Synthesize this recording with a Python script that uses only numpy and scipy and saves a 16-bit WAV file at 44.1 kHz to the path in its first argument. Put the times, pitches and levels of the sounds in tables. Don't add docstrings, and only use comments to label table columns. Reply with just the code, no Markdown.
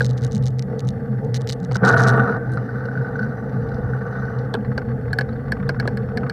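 import sys
import numpy as np
from scipy import signal
from scipy.io import wavfile
from scipy.ndimage import uniform_filter1d

SR = 44100
rng = np.random.default_rng(int(sys.argv[2]) if len(sys.argv) > 2 else 0)


def file_out(sig):
    cols = np.atleast_2d(sig).T
    lim = np.clip(cols, -1, 1)
    pcm = np.round(lim * 32767).astype(np.int16)
    wavfile.write(sys.argv[1], SR, pcm)


def field_ratio(decibels):
    return 10 ** (np.asarray(decibels, dtype=float) / 20)


N = 278712
BITE_S, LET_GO_S, FREE_S = 1.829, 2.372, 4.47

# [t/s, level/dB]
PAD_GRABS = [(1.8297, -19), (1.836, -15), (1.8399, -12), (1.8566, -13), (1.8694, -15), (1.8765, -13),
             (1.8853, -11), (1.9034, -8.5), (1.917, -14), (1.9324, -13), (1.939, -7), (1.964, -11),
             (1.9686, -12), (1.9939, -7.5), (2.0005, -13), (2.01, -13), (2.03, -20), (2.046, -14.5),
             (2.064, -11), (2.077, -14), (2.0943, -11.5), (2.1043, -14), (2.123, -16), (2.1362, -15),
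             (2.143, -19), (2.159, -22), (2.175, -18), (2.195, -14), (2.2204, -17), (2.2348, -17.5),
             (2.2534, -20.5), (2.2764, -19), (2.294, -14.5), (2.3084, -28), (2.3247, -18.5), (2.3454, -25),
             (2.3654, -28)]
# [t/s, housing ring level/dB, crack level/dB]
PAD_TAPS = [(2.690, -25.5, -58), (2.7561, -26, -54), (2.8051, -28, -66), (2.838, -30, -64),
            (2.853, -26.5, -42.5), (2.885, -23.5, -72), (2.9142, -26, -70), (2.9527, -27, -70),
            (2.974, -22.5, -63), (2.9833, -36, -58), (3.0107, -25.5, -57), (3.0458, -25.5, -59),
            (3.084, -30.5, -63), (3.1551, -22, -50), (3.191, -18.5, -41.6), (3.21, -25, -62),
            (3.2286, -19, -41.5), (3.243, -27, -61), (3.2654, -30, -62), (3.6871, -38, -40.5),
            (3.716, -29.5, -48), (3.742, -45, -42), (3.934, -24.5, -68), (3.9854, -33, -55.1),
            (4.064, -27.5, -67.1), (4.1509, -31, -62), (4.17, -29, -55), (4.1964, -34, -49),
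            (4.222, -31, -52), (4.2516, -27.5, -48), (4.2835, -28.5, -57), (4.3857, -48, -38.5),
            (4.4485, -34, -47)]
# [t/s, level/dB]
CHAIN_SLAPS = [(4.647, -26.5), (4.716, -27), (4.817, -26.5), (4.851, -35), (4.884, -30.5), (4.916, -32),
               (5.055, -33), (5.0795, -26.5), (5.289, -31), (5.325, -30), (5.481, -27), (5.568, -26.5),
               (5.6, -26), (5.627, -25), (5.7438, -28), (5.8257, -26), (6.0317, -33), (6.087, -27),
               (6.1145, -35), (6.2326, -22.5), (6.264, -23)]
# [t/s, level/dB]
CABLE_SNAPS = [
    (4.535, -41),
    (4.540, -11),
    (4.551, -25),
    (5.68, -42),
]
# [f/Hz, width/Hz, level/dB]
HOUSING_MODES = [(1150, 63, 3.5), (1274, 74, 1), (1500, 218, 3.5), (1763, 99, -0.5), (1962, 120, -5),
                 (2050, 130, -28)]
# [f/Hz, level/dB, t60/s]
CRACK_MODES = [(2155, -0.5, 0.05), (2950, -7, 0.03), (3600, -11, 0.018), (4350, 3, 0.022),
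               (5180, -11.5, 0.045), (5830, -26, .03)]


def rms_one(x):
    return x / np.sqrt(np.mean(x ** 2) + 1e-20)


def in_time(rows):
    s, *columns = np.transpose(rows)
    return [np.interp(np.arange(N) / SR, s, c) for c in columns]


def drift(rate):
    r = np.exp(-80 * np.pi * rate / SR)
    noise = rng.standard_normal(N // 40 + 2002)
    slow = signal.lfilter([1], [1, -2 * r, r * r], noise)[2000:]
    return np.interp(np.arange(N) / 40, np.arange(len(slow)), rms_one(slow))


def resonance(x, hz, width):
    r = np.exp(-np.pi * width / SR)
    poles = [1, -2 * r * np.cos(2 * np.pi * hz / SR), r * r]
    return signal.lfilter([(1 - r * r) / 2, 0, (r * r - 1) / 2], poles, x)


def cut(x, hz, kind, order):
    return signal.sosfilt(signal.butter(order, hz, kind, fs=SR, output="sos"), x)


def swells(rows, rest_db, ease_s):
    level = np.full(N, field_ratio(rest_db))
    for at, length, db in rows:
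        level[int(at * SR):int((at + length) * SR)] = field_ratio(db)
    r = np.exp(-1 / (ease_s * SR))
    return 20 * np.log10(signal.filtfilt([1 - r], [1, -r], level) + 1e-9)


def fading(times, levels_db, t60):
    marks = np.full(N, 1e-18)
    marks[np.round(np.asarray(times) * SR).astype(int)] = field_ratio(np.asarray(levels_db))
    return signal.lfilter([1], [1, -field_ratio(-60 / (t60 * SR))], marks)


def bursts(times, levels_db, t60):
    signs = 1 - 2 * rng.integers(2, size=N, dtype=np.int8)
    return fading(times, levels_db, t60) * signs


def impulses(times, levels_db):
    blows = np.full(N, 1e-18)
    blows[(times * SR).astype(int)] = field_ratio(levels_db) * rng.choice([-1, 1], len(times))
    return blows


def shaken(modes, force, patchy_db, rate):
    out, plain = 0, 0
    for hz, width, db in modes:
        gain = np.repeat(field_ratio(db + patchy_db * drift(rate)[::8]), 8)[:N]
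        once = resonance(force * rng.standard_normal(N), hz, 1.506 * width)
        out = out + gain * resonance(once, hz, 1.34 * width)
        plain = plain + field_ratio(2 * db) * width
    return out / np.sqrt(plain * 2.4 / SR)


def rolling(tyre_db, rub_db):
    # [start t/s, length/s, level/dB]
    bumps = [(0, 0.19, -20), (.22, 0.053, -19), (.34, 0.18, -18), (.5, 0.13, -22.5), (.83, 0.068, -19),
             (.95, 0.041, -25), (1.09, 0.11, -23.5), (1.235, 0.23, -21.5), (1.51, 0.02, -20),
             (1.685, 0.08, -20), (1.8, 0.091, -20), (1.92, 0.23, -14.5), (2.15, 0.096, -18.5),
             (2.3, 0.083, -23), (2.48, 0.14, -22), (2.72, 0.14, -26.5), (2.97, 0.058, -19.5),
             (3.13, 0.12, -25), (3.235, 0.075, -24), (3.53, 0.12, -22), (3.825, 0.037, -21.5),
             (3.9, 0.077, -22), (4.065, 0.054, -25.5), (4.16, 0.168, -27), (4.36, 0.11, -22.5),
             (4.68, 0.04, -21.5), (4.875, 0.092, -24.5), (5.005, 0.24, -24.5), (5.3, 0.087, -26.5),
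             (5.45, 0.08, -25), (5.61, 0.13, -23), (5.78, .04, -21.5), (5.838, 0.069, -21),
             (5.93, 0.099, -24.5), (6.22, 0.054, -22)]
    swing_db = swells(bumps, rest_db=-29.5, ease_s=0.0034)
    grab = slips(depth_db=11.0, spread=0.33)
    judder = field_ratio(1.99 * drift(60))
    roll_db = np.minimum(rub_db, -46.5)
    brake = np.sqrt(field_ratio(rub_db) ** 2 - field_ratio(roll_db) ** 2 + 1e-12)
    roll = shaken(HOUSING_MODES, field_ratio(roll_db - 1.1) * judder ** 1.59, patchy_db=2.0, rate=4.0)
    rubbing = brake_drag(brake, grab) + pads_and_loose_parts(field_ratio(pad_hiss(rub_db)) * judder, grab)
    return tyres(tyre_db, swing_db) + roll + rubbing + hum(swing_db, even=0.76) + heave()


def tyres(tyre_db, swing_db):
    # [f/Hz, width/Hz, level/dB]
    frame_modes = [(155.2, 67, -7), (205, 39.4, 0), (247.7, 37.6, -6), (412, 10, -38), (465.3, 53.3, -1),
                   (660, 100, -19), (764.5, 64, -16), (842, 68, -19.5)]
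    # [start t/s, length/s, lift/dB]
    crusts = [
        (.68, 0.091, 6.5),
        (1.19, 0.097, 4),
        (6.15, 0.091, 4.5),
    ]
    crunch_db = swells(crusts, rest_db=-0.4, ease_s=0.0071)
    force = field_ratio(tyre_db + crunch_db + 0.1 * (swing_db + 24.5))
    return shaken(frame_modes, force, patchy_db=-0.73, rate=84)


def hum(level_db, even):
    # [f/Hz, width/Hz, level/dB]
    mount_mode = (126.5, 10.55, 0)
    hz, width, db = mount_mode
    once = resonance(rng.standard_normal(N), hz, width)
    sway = rms_one(resonance(once, hz, 2.3 * width))[::-1]
    swell = np.sqrt(uniform_filter1d(sway ** 2, size=800) + 0.08)
    return field_ratio(level_db + db) * rms_one(sway / swell ** np.clip(even, 0, 1))


def heave():
    # [start t/s, length/s, level/dB]
    hollows = [
        (0, 0.49, -37),
        (.88, .15, -38),
        (3.18, 0.1, -44.5),
        (3.65, 0.25, -33),
        (4.17, 0.14, -37),
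        (4.55, 0.91, -38),
        (5.3, 0.88, -36.5),
    ]
    low = cut(cut(rng.standard_normal(N), 69, "high", order=2), 105, "low", order=4)
    return field_ratio(swells(hollows, rest_db=-44, ease_s=0.032) + 3.5) * rms_one(low)


def slips(depth_db, spread):
    slips_per_s = 68
    at = np.cumsum(np.exp(spread * rng.standard_normal(700)) / slips_per_s)
    t = np.arange(N) / SR
    last = np.searchsorted(at, t)
    age = (t - np.append(0, at)[last]) * slips_per_s
    return rms_one(field_ratio(2.5 * rng.standard_normal(701)[last] - depth_db * age))


def brake_drag(brake, grab):
    # [f/Hz, width/Hz, level/dB]
    drag_modes = [(297, 47, -12), (452, 70, -1.5), (673.5, 30, -5), (741, 110, -7.5), (924, 94, -12.5),
                  (1166, 62, -6.5), (1308, 212, -9), (1482, 75, -1.5), (1668, 130, -15.5), (1830, 56, -11)]
    t = np.arange(N) / SR
    grab_s, grab_db = np.transpose(PAD_GRABS)
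    onset = np.clip((t - BITE_S) / 0.0033, .12, 1)
    between_grabs = np.where((t > BITE_S) & (t < LET_GO_S), field_ratio(-5.5), 1)
    force = brake * onset * field_ratio(6.5) * grab ** .55 * between_grabs
    force = force + fading(grab_s, grab_db - 8.5, t60=0.042)
    return cut(shaken(drag_modes, force, patchy_db=-0.9, rate=32), 2300, "low", order=4)


def pad_hiss(rub_db):
    t = np.arange(N) / SR
    rubbing = -65.5 + 0.4 * (rub_db + 41)
    free = -71 + 0.46 * np.minimum(rub_db + 47.5, 3.0)
    clear = np.where(t > LET_GO_S, np.clip(1 - (t - LET_GO_S) / .13, 0, 1), 0)
    return np.where((t > BITE_S) & (t < FREE_S), rubbing - 13 * clear, free)


def pads_and_loose_parts(hiss, grab):
    # [f/Hz, width/Hz, level/dB]
    pad_modes = [(2880, 220, -3), (3620, 200, -2), (4000, 170, 0), (4500, 220, 0), (4910, 120, -6),
                 (5250, 150, -3), (5880, 200, -3), (8500, 900, -18), (11300, 300, -17)]
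    # [f/Hz, width/Hz, level/dB]
    loose_modes = [(2780, 810, -5), (3560, 340, -4), (4400, 310, -0.5), (5350, 340, -5.5)]
    t = np.arange(N) / SR
    touching = np.clip((t > BITE_S) * (FREE_S - t) / .12, .15, 1)
    grab_s, grab_db = np.transpose(PAD_GRABS)
    tap_s, _, tap_db = np.transpose(PAD_TAPS)
    slap_s, slap_db = np.transpose(CHAIN_SLAPS)
    pad_force = touching * hiss * grab ** 0.18
    pad_force = pad_force + fading(grab_s, grab_db - 39, 0.033) + fading(tap_s, tap_db - 11.5, 0.042)
    loose_force = (1.1 - touching) * hiss + fading(slap_s, slap_db - 34.5, 0.034)
    pads = shaken(pad_modes, pad_force, patchy_db=2.5, rate=9)
    return pads + shaken(loose_modes, loose_force, patchy_db=2.5, rate=26)


def buzz():
    # [t/s, level/dB]
    early = [(0.0195, -25), (0.0279, -29), (0.0347, -36), (0.0383, -41), (0.0411, -44), (0.0461, -17.5),
             (0.0487, -30), (0.0558, -23.5), (0.0639, -21.5), (0.0699, -42), (0.0838, -42), (0.0929, -34),
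             (0.0976, -41), (0.102, -35), (0.1096, -31), (0.133, -42), (0.1708, -43), (0.1761, -36),
             (0.1795, -28.5), (0.1848, -37), (0.1928, -40), (0.2106, -41), (0.2197, -36), (0.2288, -31),
             (0.2334, -42), (0.2373, -25.5), (0.2425, -33), (0.2479, -21), (0.2507, -36), (0.2661, -31),
             (0.2775, -36), (0.3127, -36), (0.3206, -28), (0.3297, -30), (0.3344, -41), (0.341, -38),
             (0.349, -25.5), (0.3521, -43), (0.3572, -28), (0.3662, -29.5), (0.3795, -33), (0.426, -38),
             (0.431, -46), (0.4366, -31), (0.4416, -36), (0.4576, -26.5), (0.4661, -26), (0.4739, -29),
             (0.4821, -30), (0.505, -44)]
    middle = [(0.5866, -35), (0.5936, -22.5), (0.599, -45), (0.624, -26.5), (0.7894, -40), (0.7938, -24),
              (0.8047, -26.5), (0.85, -43), (0.8727, -34), (0.8802, -31.5), (0.8885, -23.5), (0.9054, -39),
              (1.2462, -42), (1.249, -41.5), (1.3441, -18.5), (1.35, -23.5), (1.3541, -28), (1.358, -27),
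              (1.3614, -20), (1.3663, -21), (1.37, -26), (1.3755, -36), (1.3788, -44), (1.405, -43),
              (1.411, -35), (1.4173, -25.5), (1.4735, -19), (1.482, -32), (1.4901, -21), (1.4953, -17.5),
              (1.501, -16), (1.51, -24), (1.5167, -40), (1.5237, -20.5), (1.5295, -22), (1.532, -26),
              (1.538, -36), (1.602, -42), (1.631, -39), (1.6416, -35), (1.6487, -33.5), (1.716, -51),
              (1.721, -29), (1.7308, -34), (1.746, -29), (1.749, -26), (1.756, -24), (1.7596, -23),
              (1.7673, -21.5)]
    braking = [(1.841, -36), (1.8506, -18), (1.8554, -26), (1.86, -21), (1.8674, -28), (1.87, -34),
               (1.8736, -20), (1.877, -26), (1.8815, -17.5), (1.8855, -26), (1.89, -16), (1.8961, -20),
               (1.9008, -27), (1.9067, -37), (1.9111, -36), (1.9142, -29), (1.923, -37), (1.9274, -28),
               (1.932, -31), (1.9363, -35), (1.944, -34), (1.975, -26), (1.981, -25), (1.9851, -32),
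               (1.989, -27), (1.9919, -31), (1.9979, -26), (2.0057, -24), (2.0128, -32), (2.0176, -29),
               (2.0205, -23), (2.0295, -23), (2.0342, -27), (2.037, -18.5), (2.044, -26), (2.0543, -35),
               (2.0674, -34), (2.0707, -22), (2.0753, -19), (2.0792, -23), (2.0818, -35), (2.0848, -15.5),
               (2.0923, -16), (2.1008, -20), (2.1107, -32)]
    # [t/s, level/dB]
    thin = [(2.1291, -48), (2.1612, -46), (2.1747, -51), (2.1824, -47), (2.1974, -49), (2.2278, -54),
            (2.2434, -57), (2.2904, -57), (2.3072, -50), (2.317, -53), (2.4433, -56), (2.5197, -47),
            (2.527, -44), (2.5363, -42), (2.544, -43), (2.5584, -50)]
    # [f/Hz, width/Hz, level/dB]
    fitting_modes = [(1930, 490, -4.5), (2950, 120, -3), (3870, 670, 0), (6110, 1200, -3),
                     (8140, 740, -7.5), (8640, 1270, -11), (10800, 3500, -20.5), (14600, 5100, -30.5)]
    full = fitting(early + middle + braking + thin[-5:-1], fitting_modes, boost_db=12)
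    return full + fitting(thin, fitting_modes[5:7], boost_db=24.5)


def fitting(rows, modes, boost_db):
    s, db = np.transpose(rows)
    db = db + boost_db
    contact = fading(s, db + 4.0, 0.000076)
    contact = contact + bursts(s, db - 5.5, 0.0056) + bursts(s + 0.002, db - 29.5, 0.011)
    out = 0
    for k, (hz, width, level_db) in enumerate(modes):
        out = out + field_ratio(level_db) * resonance(contact, hz, width) * (-1) ** k
    return out


def crack(modes, times, levels_db):
    out = 0
    for hz, db, t60 in modes:
        blow = bursts(times, levels_db + db, t60) + fading(times, levels_db + db + 6, 0.00012)
        out = out + resonance(resonance(blow, hz, 0.1 * hz), hz, 0.31 * hz)
    return out


def knocks():
    # [t/s, ring level/dB, ring f/Hz, crack level/dB, thud level/dB]
    blows = [(0.0064, -9, 1615, -25, -23.5), (1.7121, -30, 1280, -33, -23.5),
             (1.755, -16.5, 1500, -32, -22.5), (2.573, -19.5, 1386, -39, -35),
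             (4.540, -20.5, 1633, -36.5, -21), (4.5501, -22.5, 1540, -49, -33),
             (4.778, -16, 1567, -22.5, -26.5), (5.131, -15, 1660, -24, -34), (5.187, -10.5, 1667, -20, -24),
             (5.2102, -18.5, 1696, -23.5, -29.5), (5.5205, -13, 1697, -21, -28),
             (5.692, -15, 1600, -19.5, -22.5), (5.7994, -17, 1643, -20.5, -30),
             (5.854, -26, 1290, -58, -28.5), (5.8761, -17.5, 1670, -22, -25),
             (5.972, -25.5, 1660, -29.5, -42), (6.173, -19, 1710, -22, -32.5),
             (6.297, -21, 1645, -23.5, -35.5)]
    blow_tops_db = [5.5, -7, 11, -4, -3, -6, -6, 5.5, 4, -2, 3.5, -1, -2.5, 0.1, -0.5, 4, -1.5, -2]
    # [f/Hz, level/dB, t60/s]
    top_modes = [(6500, -23, 0.018), (8100, 6, 0.012), (8560, 8.5, 0.023), (11350, 3, 0.019),
                 (15450, 1.5, .012)]
    s, ring_db, ring_hz, crack_db, thud_db = np.transpose(blows)
    out, age = np.zeros(N), np.arange(2600) / SR
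    phases = rng.uniform(0, 2 * np.pi, (len(s), 2))
    for at, db, hz, (p, q) in zip(s, ring_db, ring_hz, phases):
        lower = 0.29 * np.sin(2 * np.pi * .9 * hz * age + q) * field_ratio(1170 * age)
        pair = np.sin(2 * np.pi * hz * age + p) + lower
        ring = field_ratio(db + 5.5 - 60 * age / 0.027) * (1 - np.exp(-age / .0011)) * pair
        i = int(at * SR)
        out[i:i + len(age)] += ring[:N - i]
    snap_s, snap_db = np.transpose(CABLE_SNAPS)
    top_s = np.append(s - .0006, snap_s)
    top_db = np.append(crack_db - 18 + blow_tops_db, snap_db - 29.5)
    bright = crack(CRACK_MODES, s - .0005, crack_db + 6.0) + crack(top_modes, top_s, top_db)
    thud = bursts(s, thud_db + 24.0, 0.06)
    low_thud = resonance(resonance(thud, 484, 130), 434, 250)
    return out + bright + low_thud + 0.54 * resonance(resonance(thud, 670, 380), 515, 440)


def taps():
    # [f/Hz, level/dB, t60/s]
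    snap_modes = [(2670, -13, 0.052), (3100, 2, 0.014), (3520, 9, 0.007), (3880, 0, 0.014)]
    s, ring_db, crack_db = np.transpose(PAD_TAPS)
    clicks = impulses(s, ring_db + 45.5)
    grab_s, grab_db = np.transpose(PAD_GRABS)
    grabs = impulses(grab_s, grab_db + 40.5)
    ring = cut(resonance(resonance(clicks, 1495, 70), 1500, 260), 1900, "low", order=4)
    ring = ring + cut(resonance(resonance(grabs, 1458, 81), 1440, 480), 2270, "low", order=4)
    slap_s, slap_db = np.transpose(CHAIN_SLAPS)
    slap = bursts(slap_s, slap_db + 11.5, 0.04)
    puff = sum(field_ratio(db) * resonance(slap, hz, 1.02 * width) for hz, width, db in HOUSING_MODES)
    puff = cut(cut(puff, 1200, "high", order=2), 1580, "low", order=4)
    snap_s, snap_db = np.transpose(CABLE_SNAPS)
    return ring + puff + crack(CRACK_MODES, s, crack_db + 1) + crack(snap_modes, snap_s, snap_db)


def jolts():
    # [t/s, level/dB, f/Hz]
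    ruts = [(0.244, -36, 190), (0.338, -16, 205), (0.648, -21, 191), (0.836, -18.5, 186), (0.965, -24, 228),
            (1.017, -24, 200), (1.082, -18.5, 211), (1.184, -27, 216), (1.296, -33, 192),
            (1.607, -17.5, 180), (1.756, -18.5, 196), (1.816, -13.5, 187), (1.936, -17, 177),
            (2.032, -19.5, 201), (2.132, -18, 207), (2.264, -22, 201.5), (2.326, -25.5, 193),
            (2.609, -28, 205), (2.727, -34.5, 238), (2.959, -29, 192), (3.065, -26, 181),
            (3.203, -18.5, 215), (3.473, -34, 204), (3.548, -20.5, 184), (3.671, -37, 249),
            (3.765, -28, 211), (3.82, -24, 196), (3.999, -26, 205.6), (4.193, -22, 200),
            (4.572, -17.5, 207.6), (4.679, -29, 226), (4.871, -21.5, 231), (5.189, -32, 199),
            (5.315, -22.5, 215), (5.49, -21.5, 219.5), (5.589, -18.5, 194.3), (5.681, -24, 192),
            (5.761, -27, 205), (5.824, -20, 231.5), (5.925, -18, 206.8), (6.009, -26, 196),
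            (6.084, -20, 205), (6.165, -21.5, 232)]
    out, age = np.zeros(N + SR), np.arange(9000) / SR
    rise = (1 - np.exp(-age / 0.004)) ** 2
    for (at, db, hz), phase in zip(ruts, rng.uniform(0, 2 * np.pi, len(ruts))):
        swing = rise * np.sin(2 * np.pi * hz * age + phase)
        out[int(at * SR):][:len(age)] += field_ratio(db - 60 * age / 0.33) * swing
    return out[:N]


def squeal():
    # [t/s, level/dB]
    whistle = [
        (1.85, -90),
        (1.865, -64),
        (1.9, -70),
        (2.02, -65),
        (2.04, -78),
        (2.2, -68),
        (2.33, -74),
        (2.36, -94),
    ]
    # [t/s, low tone level/dB, high tone level/dB]
    release = [
        (2.35, -60, -60),
        (2.38, -33, -36),
        (2.46, -34, -38),
        (2.52, -32, -36),
        (2.58, -33, -40),
        (2.61, -60, -60),
    ]
    # [t/s, f/Hz, level/dB, length/s]
    chirps = [(1.875, 11100, -57, .015), (1.964, 11200, -48, .012), (2.0, 11150, -45, .014),
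              (2.122, 11000, -53, .012), (2.167, 7700, -56, .012), (2.786, 11600, -68, .012),
              (3.165, 11900, -68, .012), (3.845, 5900, -64, .008), (3.927, 8500, -69, .008),
              (3.97, 8200, -67, .006), (3.99, 5900, -63, .013), (4.03, 6200, -68, .013),
              (4.07, 6200, -63, .013), (4.113, 6200, -65, .013), (4.194, 6200, -60, .013),
              (4.22, 11800, -70, .012), (4.235, 6200, -68, .011), (4.31, 11900, -67, .008),
              (4.41, 5850, -63, .012)]
    t = np.arange(N) / SR
    let_go = (t > release[0][0]) & (t < release[-1][0])
    low_db, high_db = in_time(release)
    song = tone(322, low_db - 2.5, wobble_hz=9, flutter_db=2.5, rate=12)
    song = song + tone(1535, high_db, wobble_hz=12, flutter_db=2.5, rate=15)
    out = tone(11020, in_time(whistle)[0], wobble_hz=124, flutter_db=4.5, rate=37) + let_go * song
    for at, hz, db, length in chirps:
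        near = slice(int((at - .05) * SR), int((at + .05) * SR))
        bell = np.exp(-(2.2 * (t[near] - at) / length) ** 2)
        out[near] += field_ratio(db) * bell * np.sin(2 * np.pi * hz * t[near])
    return out


def tone(hz, db, wobble_hz, flutter_db, rate):
    level = field_ratio(db + flutter_db * drift(rate))
    return level * np.sin(2 * np.pi * np.cumsum(hz + wobble_hz * drift(8.0 * rate)) / SR)


def jingles():
    # [t/s, level/dB, f/Hz]
    clumps = [(1.4416, -39, 3670), (4.4897, -56, 2860), (4.6074, -44, 2900), (4.646, -36, 4100),
              (5.079, -48, 2940), (5.1053, -42, 4270), (5.2899, -36, 3960), (5.3233, -44, 2900),
              (5.3288, -39, 4430), (5.3627, -45, 3630), (5.4789, -56, 2800), (5.6266, -52, 3490),
              (5.6584, -54, 2830), (5.7468, -54, 2910), (6.0212, -46, 3620), (6.115, -44, 2820),
              (6.2054, -44, 2930), (6.2672, -46, 3470)]
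    width_hz = 410
    out, age = np.zeros(N + SR), np.arange(9000) / SR
    for (at, db, hz), puff in zip(clumps, rng.standard_normal((len(clumps), len(age)))):
        puff = puff * field_ratio(db + 1 - 60 * age / 0.045)
        out[int(at * SR):][:len(age)] += resonance(resonance(puff, hz, width_hz), hz, 2 * width_hz)
    return out[:N]


def air():
    return field_ratio(-70) * cut(rng.standard_normal(N), 2500, "high", order=2)


def scene():
    # [t/s, tyre rumble level/dB, rub on the housing level/dB]
    ride = [(0, -29, -48.5), (.38, -30.5, -49), (.55, -33, -52.5), (.8, -30.5, -48), (1.7, -29.5, -47),
            (1.78, -40, -27), (1.83, -15.5, -18), (1.96, -26.5, -21), (2.18, -19.5, -23.5),
            (2.368, -28, -30), (2.385, -29, -43.5), (3.2, -28, -41.5), (3.6, -27, -44),
            (4.24, -29.5, -38.5), (4.65, -28.5, -46.5), (5.72, -29.5, -45.5), (5.88, -28.5, -47),
            (6.32, -29, -43)]
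    contacts = buzz() + knocks() + taps() + jolts()
    return (rolling(*in_time(ride)) + contacts + squeal() + jingles() + air())[None]


def band_limit(x):
    return signal.sosfilt(signal.butter(12, 16960, fs=SR, output="sos"), x)


def record(dry):
    rounded = 1.2 * np.tanh(dry / 1.2)
    top_cut = signal.sosfilt(signal.cheby2(10, 40, 16100, fs=SR, output="sos"), rounded)
    return band_limit(top_cut)


dry = scene()
out = record(dry)
file_out(out)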